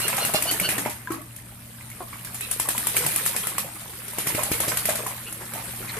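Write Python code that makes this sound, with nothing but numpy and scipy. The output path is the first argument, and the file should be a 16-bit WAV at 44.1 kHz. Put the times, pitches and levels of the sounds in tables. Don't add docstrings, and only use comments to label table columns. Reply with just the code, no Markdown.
import sys
import numpy as np
from scipy import signal
from scipy.fft import rfft, irfft
from scipy.io import wavfile
from scipy.ndimage import uniform_filter1d

SR = 44100
rng = np.random.default_rng(int(sys.argv[2]) if len(sys.argv) > 2 else 0)


def pcm_store(signal):
    levels = np.round(np.clip(np.atleast_2d(signal), -1, 1) * 32767)
    wavfile.write(sys.argv[1], SR, levels.astype(np.int16).T)


N = 264159
TIME = np.arange(N) / SR

# (time [s], relative strength [dB], depth of the stroke [0-1], peak of its thump [dB])
WING_BEATS = [(0.002, -23, 0.61, -26), (0.0807, -15, 0.2, -22.5), (0.1679, -21, 0.48, -32),
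              (0.25, -17, 0.29, -18), (0.338, -17, 0.3, -28), (0.3459, -41, 0.82, -16),
              (0.4233, -14, 0.12, -28), (0.512, -16, 0.45, -21), (0.599, -15.5, 0.3, -24),
              (0.6892, -19, 0.58, -23), (0.7809, -21, 0.53, -22), (0.8599, -38, 0.48, -12.5),
              (0.897, -29, 0.63, -30.5), (1.119, -27.5, 0.42, -27), (1.216, -37, 0, -50.5),
              (1.3632, -30, 0, -50), (1.901, -33, 0, -50), (2.247, -32, 0.66, -47),
              (2.3452, -26, 0.1, -48.5), (2.352, -30.5, 0.1, -48), (2.4087, -21.5, 0.02, -40),
              (2.5125, -15, 0.08, -26), (2.5984, -13.5, 0.16, -15.5), (2.688, -14, 0.23, -12),
              (2.7796, -14.5, 0, -27), (2.8699, -12.5, 0, -22), (2.963, -24, 0.4, -30),
              (2.9668, -14, 0.2, -22), (3.0645, -13.5, 0, -18), (3.1611, -14, .05, -23),
              (3.2545, -20.5, 0.27, -29), (3.262, -16, 0.26, -18), (3.3639, -16.5, 0.31, -22.5),
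              (3.4706, -17, 0.18, -24), (3.5821, -15.5, 0.23, -17), (4.082, -26.5, 0, -45),
              (4.1845, -21, 0.63, -18), (4.2699, -19.5, 0.7, -21.5), (4.3489, -26.5, 0.87, -15),
              (4.434, -17.5, 0.27, -23), (4.516, -22.5, 0.86, -12.5), (4.603, -16.5, 0.48, -19),
              (4.681, -21, 0.67, -19), (4.7719, -13, 0.13, -29), (4.855, -14, 0.25, -31),
              (4.892, -18, 0.36, -32), (4.955, -20.5, 0.38, -36.5), (5.0667, -23, 0.43, -24),
              (5.326, -24.5, 0, -48), (5.5366, -26.5, 0.3, -35)]
DEEP_SMACK_DB, DEEP_SPRAY_DB, DEEP_HEAVE_DB = 16.5, 17.5, 32
THUMP_S, THUMP_WIDENS = 0.00012, 10.6
WALL_S = 0.00306

# (frequency [Hz], relative density [dB per Hz])
CRACK_SPECTRUM = [(100, -70), (2000, -16), (5500, -28.5), (7500, -8), (9500, -1.5), (11500, -1),
                  (14500, -10)]
CLAP_SPECTRUM = [(150, -17), (600, 0.5), (1100, 2.5), (2500, 1), (4000, -3), (6500, -2.5), (12000, -9)]
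SMACK_SPECTRUM = [(50, -52), (130, 9.5), (400, -1.5), (1100, 3.5), (2400, 8), (4000, -6), (7000, 0.5),
                  (14000, -1)]
SPRAY_SPECTRUM = [(80, -6), (200, -14), (1000, -12.5), (2500, -7), (5000, -8), (7000, -6), (9000, -2),
                  (11500, 0), (14500, -9.5)]
DROP_SPECTRUM = [(100, -52), (2000, -7.5), (4000, -7), (6000, -12), (8000, -5.5), (8600, -0.5),
                 (11500, -0.5), (14500, -5.5)]
CHURN_SPECTRUM = [(30, -35), (90, -3), (180, 11.5), (400, -12.5), (1000, 3), (2300, 4), (3800, -13),
                  (6000, -15), (12000, -11)]

# (time [s], relative level of falling drops [dB], relative level of churning water [dB])
WATER_LEVELS = [(0.0, -32, -31.5), (0.6, -34.5, -35.5), (0.77, -36.5, -31.5), (0.9, -41.5, -43.5),
                (1.1, -51, -47.5), (1.52, -49.5, -51.5), (2.19, -45, -47.5), (2.77, -34.5, -39.5),
                (2.92, -31.5, -38.5), (3.0, -31.5, -36), (3.13, -30, -36), (3.42, -34, -39.5),
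                (3.55, -38.5, -35.5), (3.74, -43, -43), (4.07, -41, -42.5), (4.37, -34.5, -32),
                (4.5, -33.5, -35.5), (4.92, -35.5, -36.5), (5.1, -39.5, -42), (5.34, -42, -44.5),
                (5.5, -42, -42.5), (5.55, -39.5, -37), (5.68, -38.5, -41), (5.99, -39.5, -39.5)]

# (frequency [Hz], level [dB rms])
PUMP_LINES = [(118.3, -46), (183, -58.5), (225.5, -56), (239, -64), (296, -64), (591.5, -66)]
# (time [s], gain [dB])
PUMP_SWELL_CURVE = [(0, -1), (1.3, -1.5), (2.3, -0.5), (3.6, -5), (4.8, 1), (5.3, -3), (5.6, 1.5), (6, 2)]
# (frequency [Hz], relative density [dB per Hz])
RUMBLE_SPECTRUM = [(20, 5.5), (45, 7.5), (90, 9), (160, 3.5), (250, 2.5), (400, -19), (650, -10),
                   (1000, -12), (1300, -18), (3000, -32), (8000, -63)]

# (time [s], length [s], level [dB], pitch mid-call [Hz], hoarseness [0-1],
# tilt of the overtones [dB per octave], depth of the rasp [ratio])
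PEEP_CALLS = [(0.008, 0.07, -30, 1417, 0.15, -2.5, 0.5), (0.192, 0.069, -29, 1424, 0.25, -2, 0.68),
              (0.337, 0.047, -25, 1420, 0.7, -2, .25), (0.465, 0.053, -25.5, 1516, 0.14, -2.5, 0.38),
              (0.624, 0.058, -27, 1515, 0, -6, .35), (0.636, 0.03795, -29, 1404, .05, -10, .25),
              (2.412, 0.05, -33.5, 1310, 0.2, -19, .7), (5.258, .038, -37.5, 1403, 0.08, -28, 1.7),
              (5.878, .04, -36.5, 2080, .05, -7, 1.7)]
# (frequency [Hz], gain [dB])
PEEP_THROAT_CURVE = [(700, -25.5), (1450, -3), (2100, 0.5), (2800, 7), (3600, 8), (4300, 6.5), (5000, 6.5),
                     (5800, -1), (7500, -11), (9000, 9.5), (10000, -16)]
PEEP_TILT_HZ = 2747.4
CLUCK_S, CLUCK_LENGTH_S, CLUCK_DB, CLUCK_HZ = 2.002, .043, -32, 365
CLUCK_SAG, CLUCK_FADE_DB = 0.2327, 26
# (frequency [Hz], gain [dB])
CLUCK_THROAT_CURVE = [(350, 2.5), (760, 7.5), (1130, 3), (1550, -10), (2300, -31.5), (3500, -43.5)]

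# (time [s], level [dB], starting pitch [Hz], splash around it relative to the level [dB])
PLOP_POCKETS = [(0.128, -23, 968.3, -1), (0.130, -24, 2200, -9), (0.181, -18.5, 792.5, 1),
                (0.292, -26, 652.5, -1), (0.344, -20.5, 773, -15), (0.345, -15, 610, -6),
                (0.455, -22.5, 653, 0), (0.520, -25.5, 296.8, -6), (0.598, -16, 2210, -16),
                (0.611, -22, 179.7, -3.5), (0.615, -25, 567, -13), (0.689, -18, 2370, 0),
                (0.781, -25, 270, -4.5), (0.783, -22.5, 1810, -8.5), (0.852, -22, 2090, -6),
                (0.859, -24.5, 587.7, -11), (0.860, -27, 222, -1), (0.861, -19.5, 928.7, -25),
                (0.880, -23, 828.8, -22), (1.073, -20.5, 1597, -15), (1.104, -17.5, 325.5, -13.5),
                (1.106, -24.5, 1262, -16), (1.141, -36, 1650, -1), (1.145, -29, 1220, -11),
                (1.809, -38, 2013, -2), (1.915, -32, 2144, -9.5), (2.073, -39, 1110, -7),
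                (2.129, -29, 1100, -5.5), (2.132, -34, 2200, -6), (2.192, -38, 2400, 1),
                (2.272, -33.5, 1610, -5), (2.597, -25, 951.4, -23.5), (2.655, -26.5, 1089, -1),
                (2.748, -25, 950, -3), (2.779, -31.5, 232, -16), (2.838, -32, 1180, -6),
                (2.945, -30.5, 415, 5), (2.967, -18, 2260, -9.5), (3.004, -27.5, 462.9, -3.5),
                (3.019, -27, 1437, -2), (3.039, -26.5, 1010, -1), (3.049, -23, 139.4, -6.5),
                (3.063, -29, 860.7, -6), (3.090, -25, 2330, -18), (3.161, -23.5, 2370, -2),
                (3.341, -29, 1030, 1.5), (3.434, -26, 3170, 1.5), (3.520, -32, 1080, -10),
                (3.581, -22.5, 1097, -14), (3.645, -32.5, 560, 0.5), (3.665, -35, 896.6, -2),
                (4.300, -26.5, 942.8, -5.5), (4.380, -20, 590, -5), (4.391, -19, 1026, -7),
                (4.393, -24.5, 2309, -10), (4.540, -25, 2150, -3), (4.605, -26, 530, -4),
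                (4.635, -24.5, 1094, 0.5), (4.681, -25, 654.9, -10), (4.715, -28, 597, -5.5),
                (4.717, -23, 997.4, -2), (4.719, -25, 1470, -6), (4.888, -13, 633, -12),
                (4.894, -23.5, 1550, -4), (4.903, -19.5, 640, -10), (4.990, -28.5, 606, 4),
                (5.002, -27.5, 446, -6), (5.064, -21, 1015, -5), (5.109, -32.5, 1070, 2),
                (5.410, -35, 356.5, 3), (5.556, -31, 690, -2), (5.578, -29, 885, -4),
                (5.594, -34, 760, -7.5), (5.803, -33.5, 370, -1), (5.828, -32, 1350, -11.5),
                (5.882, -31, 2380, -3), (5.902, -35, 1790, 4), (5.940, -33, 1420, 3.5),
                (5.967, -27, 440, -1.5)]
RING_S, RING_SLOPE = 0.038, 0.5575

# (time [s], length [s], level [dB], starting pitch [Hz], share by which the pitch climbs [ratio])
GULP_POCKETS = [(1.071, 0.032, -30, 1007, .02), (1.11, 0.048, -30, 1097, 0.13),
                (1.135, 0.07, -34, 262, 0.6), (1.15, 0.042, -42, 1136, 0.1157),
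                (1.181, 0.0352, -41, 593.7, 0.2675), (1.205, .04, -40.5, 1134, 0.0396)]

# (frequency [Hz], left-right correlation [0-1])
PORT_LIKENESS = [(60, .98), (200, .96), (500, .6), (1000, .4), (2000, .15), (8000, 0)]
# (frequency [Hz], left minus right [dB])
PORT_COLOUR = [(300, 1), (1200, 0.5), (2500, -3), (3700, -1), (5200, -2.5), (6600, -1), (8300, 11),
               (9500, 10.5), (10600, -3.5), (12000, -3.5), (14500, -6)]
# (time [s], lag of the left port behind the right [s])
BATHER_BEARING = [(0, -7e-5), (1, -7e-5), (2, 4.5e-5), (3.7, 4.5e-5), (4.2, -7e-5)]
LOW_CUT_HZ, EDGE_HZ = 42, 14600


def amp(db):
    return 10 ** (np.asarray(db) / 20)


def unit(x):
    return x / np.sqrt(np.mean(x ** 2) + 1e-20)


def read(points, hz):
    f, value = np.transpose(points)
    return np.interp(np.log(hz + 1), np.log(f), value)


def add(mix, s, sound):
    part = mix[:, max(round(s * SR), 0):][:, :sound.shape[-1]]
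    part += sound[..., :part.shape[-1]]


def colour(x, spectrum):
    hz = np.fft.rfftfreq(N, 1 / SR)
    left, other = rfft(x)
    same = np.clip(read(PORT_LIKENESS, hz), -1, 1)
    right = same * left + np.sqrt(1 - same ** 2) * other
    return irfft(np.array([left, right]) * unit(amp(read(spectrum, hz))), N)


def patchy(x, depth_db):
    z = signal.stft(x, nperseg=256)[2]
    clumps = uniform_filter1d(rng.standard_normal(z.shape[1:]), size=6, axis=0)
    clumps = unit(uniform_filter1d(clumps, size=7, axis=1))
    return signal.istft(z * amp(depth_db * clumps), nperseg=256)[1][:, :N]


def patter(per_s, spread_db, hiss):
    landing = rng.random(N) < per_s / SR
    size = amp(spread_db * np.minimum(rng.exponential(1, N), 4)) * landing
    tick_s = 0.00017
    power = signal.lfilter([1], [1, -np.exp(-1 / (tick_s * SR))], size ** 2)
    envelope = unit(np.sqrt(power)) + hiss
    return unit(patchy(envelope * rng.standard_normal((2, N)), 2.4))


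def attack_decay(t, peak_s):
    return t / peak_s * np.exp(1 - t / peak_s)


def suction(u):
    return (u ** 2 - 1) / (1 + u ** 2) ** 2


def shove(t, hz):
    return np.sin(2 * np.pi * hz * t) * 2 * hz * t * np.exp(1 - 2 * hz * t)


def from_bather(x):
    lag = np.round(np.interp(TIME, *np.transpose(BATHER_BEARING)) * SR).astype(int)
    return np.array([x[np.clip(np.arange(N) - lag, 0, N - 1)], x])


def wings(crack_db=-1.0, clap_db=-5, smack_db=-16, heave_db=-33, spray_db=-16,
          crack_s=0.00067516, clap_s=0.00026, smack_s=0.0027, brush_db=-9, brush_s=0.004,
          spray_s=0.042, heave_hz=185, thump_echo=0.17):
    crack, clap, smack, spray, thumps, heave = np.zeros((6, 1, N))
    t = np.arange(SR // 3) / SR
    for s, db, depth, thump_db in WING_BEATS:
        depth = np.clip(depth, 0, 1)
        add(crack, s, amp(db) * attack_decay(t, crack_s))
        add(clap, s, amp(db) * attack_decay(t, clap_s))
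        add(smack, s - .001, amp(db + DEEP_SMACK_DB * depth) * attack_decay(t, smack_s))
        sheet = (1 - np.exp(-t / 0.00159)) * np.exp(-(t / spray_s) ** 2.0)
        add(spray, s, amp(db + DEEP_SPRAY_DB * depth) * sheet)
        crack += amp(db + brush_db) * np.exp(-abs(TIME - s - brush_s) / brush_s)
        half_width = THUMP_S * THUMP_WIDENS ** depth
        thumps += amp(thump_db) * suction((TIME - s - crack_s) / half_width)
        size = rng.uniform(.75, 1.25)
        add(heave, s - .002, amp(db + DEEP_HEAVE_DB * depth + heave_db) * shove(t, heave_hz / size))
    cracks = amp(crack_db) * colour(crack * rng.standard_normal((2, N)), CRACK_SPECTRUM)
    claps = amp(clap_db) * colour(clap * rng.standard_normal((2, N)), CLAP_SPECTRUM)[0]
    blows = from_bather(thumps[0] + claps)
    echo = np.array([[.8], [.45]])
    add(cracks, WALL_S, (cracks + thump_echo * blows) * echo)
    smacks = amp(smack_db) * colour(smack * rng.standard_normal((2, N)), SMACK_SPECTRUM)
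    sprays = amp(spray_db) * colour(spray * patter(2200, 2.547, 1.0), SPRAY_SPECTRUM)
    return cracks + blows + smacks + sprays + heave


def bubble(hz, t60, rise):
    t = np.arange(int(t60 * SR) + 2) / SR
    ring = np.sin(2 * np.pi * hz * t * (1 + rise * t / t60))
    return ring * amp(-60 * t / t60) * (1 - np.exp(-2 * hz * t))


def ring_time(hz):
    return RING_S * (1000 / hz) ** RING_SLOPE


def placed(sound):
    pan, lag = rng.uniform(-.4, .4), rng.integers(0, 9, 2)
    left = (1 + pan) * np.pad(sound, (lag[0], lag[1]))
    right = (1 - pan) * np.pad(sound, (lag[1], lag[0]))
    return np.array([left, right])


def bubbling(per_s, cycles, count=32):
    out = np.zeros((2, N))
    for hz in np.geomspace(280, 2900, count):
        for when, size, detune in rng.random((int(per_s * N / SR), 3)):
            gain = (size + .04) ** -.5 * (hz / 1000) ** .5
            ring = bubble(hz * (0.967 + 0.12 * detune), cycles / hz, 0.08095)
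            add(out, when * N / SR, gain * placed(ring))
    return unit(out)


def water(drops_db=3.5, wash_db=-4.0, bubbles_db=-7.0, gurgle_db=-28, gurgle_s=0.0508,
          spread_s=0.001583):
    s, *levels = np.transpose(WATER_LEVELS)
    falling, churning = (amp(np.interp(TIME, s, level)) for level in levels)
    t = np.arange(SR // 5) / SR
    closing = np.zeros((1, N))
    for beat_s, db, depth, thump_db in WING_BEATS:
        add(closing, beat_s, amp(db + gurgle_db) * np.exp(-((t - gurgle_s) / spread_s) ** 2))
    bubbles = (closing + amp(bubbles_db) * churning) * bubbling(11, 30)
    wash = amp(wash_db) * churning * colour(patter(800, 3.4, .5), CHURN_SPECTRUM)
    drops = amp(drops_db) * falling * colour(patter(1500, 1.069, 1.0), DROP_SPECTRUM)
    return drops + wash + bubbles


def pump(rumble_db=-48, waver=0.2):
    knots = np.arange(0, 7, 1 / 8)
    hum = 0
    for hz, db in PUMP_LINES:
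        drift, swell = (waver * np.interp(TIME, knots, row) for row in rng.standard_normal((2, len(knots))))
        line = np.sin(2 * np.pi * (hz * TIME + rng.random()) + 2 * drift)
        hum = hum + amp(db) * np.sqrt(2) * (1 + swell / 2) * line
    rumble = amp(rumble_db) * colour(rng.standard_normal((2, N)), RUMBLE_SPECTRUM)
    return (hum + rumble) * amp(np.interp(TIME, *np.transpose(PUMP_SWELL_CURVE)))


def syrinx(hz, throat, hoarse, jitter, rasp_depth, count=16):
    wobble, shimmer = unit(uniform_filter1d(rng.standard_normal((2, len(hz))), 50))
    quaver = unit(uniform_filter1d(rng.standard_normal(len(hz)), 300))
    turns = np.cumsum(hz * (1 + jitter * (wobble + quaver / 2))) / SR
    orders = np.arange(1, count + 1) / 2
    rasp = 1 + rasp_depth * unit(uniform_filter1d(rng.standard_normal((count, len(hz))), 120))
    stack = 0
    for k, roughness in zip(orders, rasp):
        strength = hoarse if k % 1 else 1
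        resonance = amp(read(throat, k * hz))
        stack = stack + strength * resonance * roughness * np.cos(2 * np.pi * k * turns)
    return unit(stack * amp(2 * shimmer))


def ducks(arch=0.0623, rise=0.014, jitter=.012):
    out = np.zeros((2, N))
    for s, length, db, hz, hoarse, tilt_db, rasp in PEEP_CALLS:
        u = np.linspace(-1, 1, int(length * SR))
        pitch = hz * (1 + rise * u - arch * u ** 2)
        throat = [(f, level + tilt_db * np.log2(max(f / PEEP_TILT_HZ, 1))) for f, level in PEEP_THROAT_CURVE]
        peep = (1 - u ** 2) * syrinx(pitch, throat, hoarse, jitter, rasp)
        add(out, s, amp(db) * placed(peep))
    fade = np.linspace(0, 1, int(CLUCK_LENGTH_S * SR)) ** 3
    cluck = syrinx(CLUCK_HZ * (1 - CLUCK_SAG * fade), CLUCK_THROAT_CURVE, 0.1718, jitter, 0.36)
    cluck = cluck * signal.windows.tukey(len(fade), .05)
    add(out, CLUCK_S, amp(CLUCK_DB - CLUCK_FADE_DB * fade) * cluck)
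    return out


def drips(tick_db=-34, ring_db=-39, range_db=9, tick_s=0.0011, low_hz=700, high_hz=2700, count=36):
    out, ticks = np.zeros((2, N)), np.zeros((1, N))
    t = np.arange(SR // 50) / SR
    for k, (when, size, pitch) in enumerate(rng.random((count, 3))):
        s = (k + when) / count * N / SR
        hz = low_hz * (high_hz / low_hz) ** pitch
        add(ticks, s, amp(tick_db - range_db * size) * np.exp(-t / tick_s))
        add(out, s, amp(ring_db - range_db * size) * placed(bubble(hz, ring_time(hz), 0.0735)))
    return out + colour(ticks * rng.standard_normal((2, N)), CRACK_SPECTRUM)


def plops(count=6, scatter_s=0.046, rise=0.07, slop_db=-8.0, slop_s=0.019):
    out, slop = np.zeros((2, N)), np.zeros((1, N))
    t = np.arange(SR // 5) / SR
    for s, db, hz, splash_db in PLOP_POCKETS:
        add(out, s, amp(db) * placed(bubble(hz, ring_time(hz), rise)))
        add(slop, s, amp(db + splash_db + slop_db) * np.exp(-t / slop_s))
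        for late, octaves, size in rng.random((count, 3)):
            pitch = np.sqrt(hz * 1000) * 2 ** (1.857 * (octaves - .5))
            gain = amp(db + splash_db - 3.0 - 3.8 * size)
            add(out, s + scatter_s * late ** 2, gain * placed(bubble(pitch, .012 + 12 / pitch, rise)))
    return out + colour(slop * patter(980, 1.646, 0.625), SMACK_SPECTRUM)


def gulps(swell=0.31):
    out = np.zeros((2, N))
    for s, length, db, hz, climb in GULP_POCKETS:
        u = np.linspace(0, 1, int(length * SR))
        turns = np.cumsum(hz * (1 + climb * u ** 3)) / SR
        envelope = np.minimum(u / swell, 1) * (1 - u) ** 1.023
        add(out, s, amp(db) * placed(envelope * np.sin(2 * np.pi * turns)))
    return out


def enclosure(x, wet_db=-11, t60=0.19):
    t = np.arange(SR // 2) / SR
    hits = rng.random((2, len(t))) < 2000 / SR
    taps = rng.standard_normal((2, len(t))) * hits * (t > .008) * amp(-60 * t / t60)
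    taps = signal.lfilter(*signal.butter(2, 200, "high", fs=SR), taps)
    echoes = signal.fftconvolve(x, taps / np.linalg.norm(taps[0]), axes=1)[:, :N]
    return x + amp(wet_db) * echoes


def scene():
    splashing = enclosure(wings() + water() + drips(), wet_db=-8, t60=0.12)
    calls = enclosure(ducks(), wet_db=-5.5, t60=0.2)
    pockets = enclosure(plops() + gulps(), wet_db=-5, t60=0.26)
    return splashing + pockets + calls + pump()


def record(dry):
    hz = np.fft.rfftfreq(N, 1 / SR)
    ratio = amp(read(PORT_COLOUR, hz))
    ports = np.array([ratio, np.ones_like(ratio)]) * np.sqrt(2 / (1 + ratio ** 2))
    ports *= 1 / (1 + (LOW_CUT_HZ / (hz + 1)) ** 4) ** .5
    low_pass = signal.firwin(401, EDGE_HZ, window=("kaiser", 7), fs=SR)
    return signal.oaconvolve(irfft(rfft(dry) * ports, N), low_pass[None], "same", axes=1)


dry = scene()
out = record(dry)
pcm_store(out)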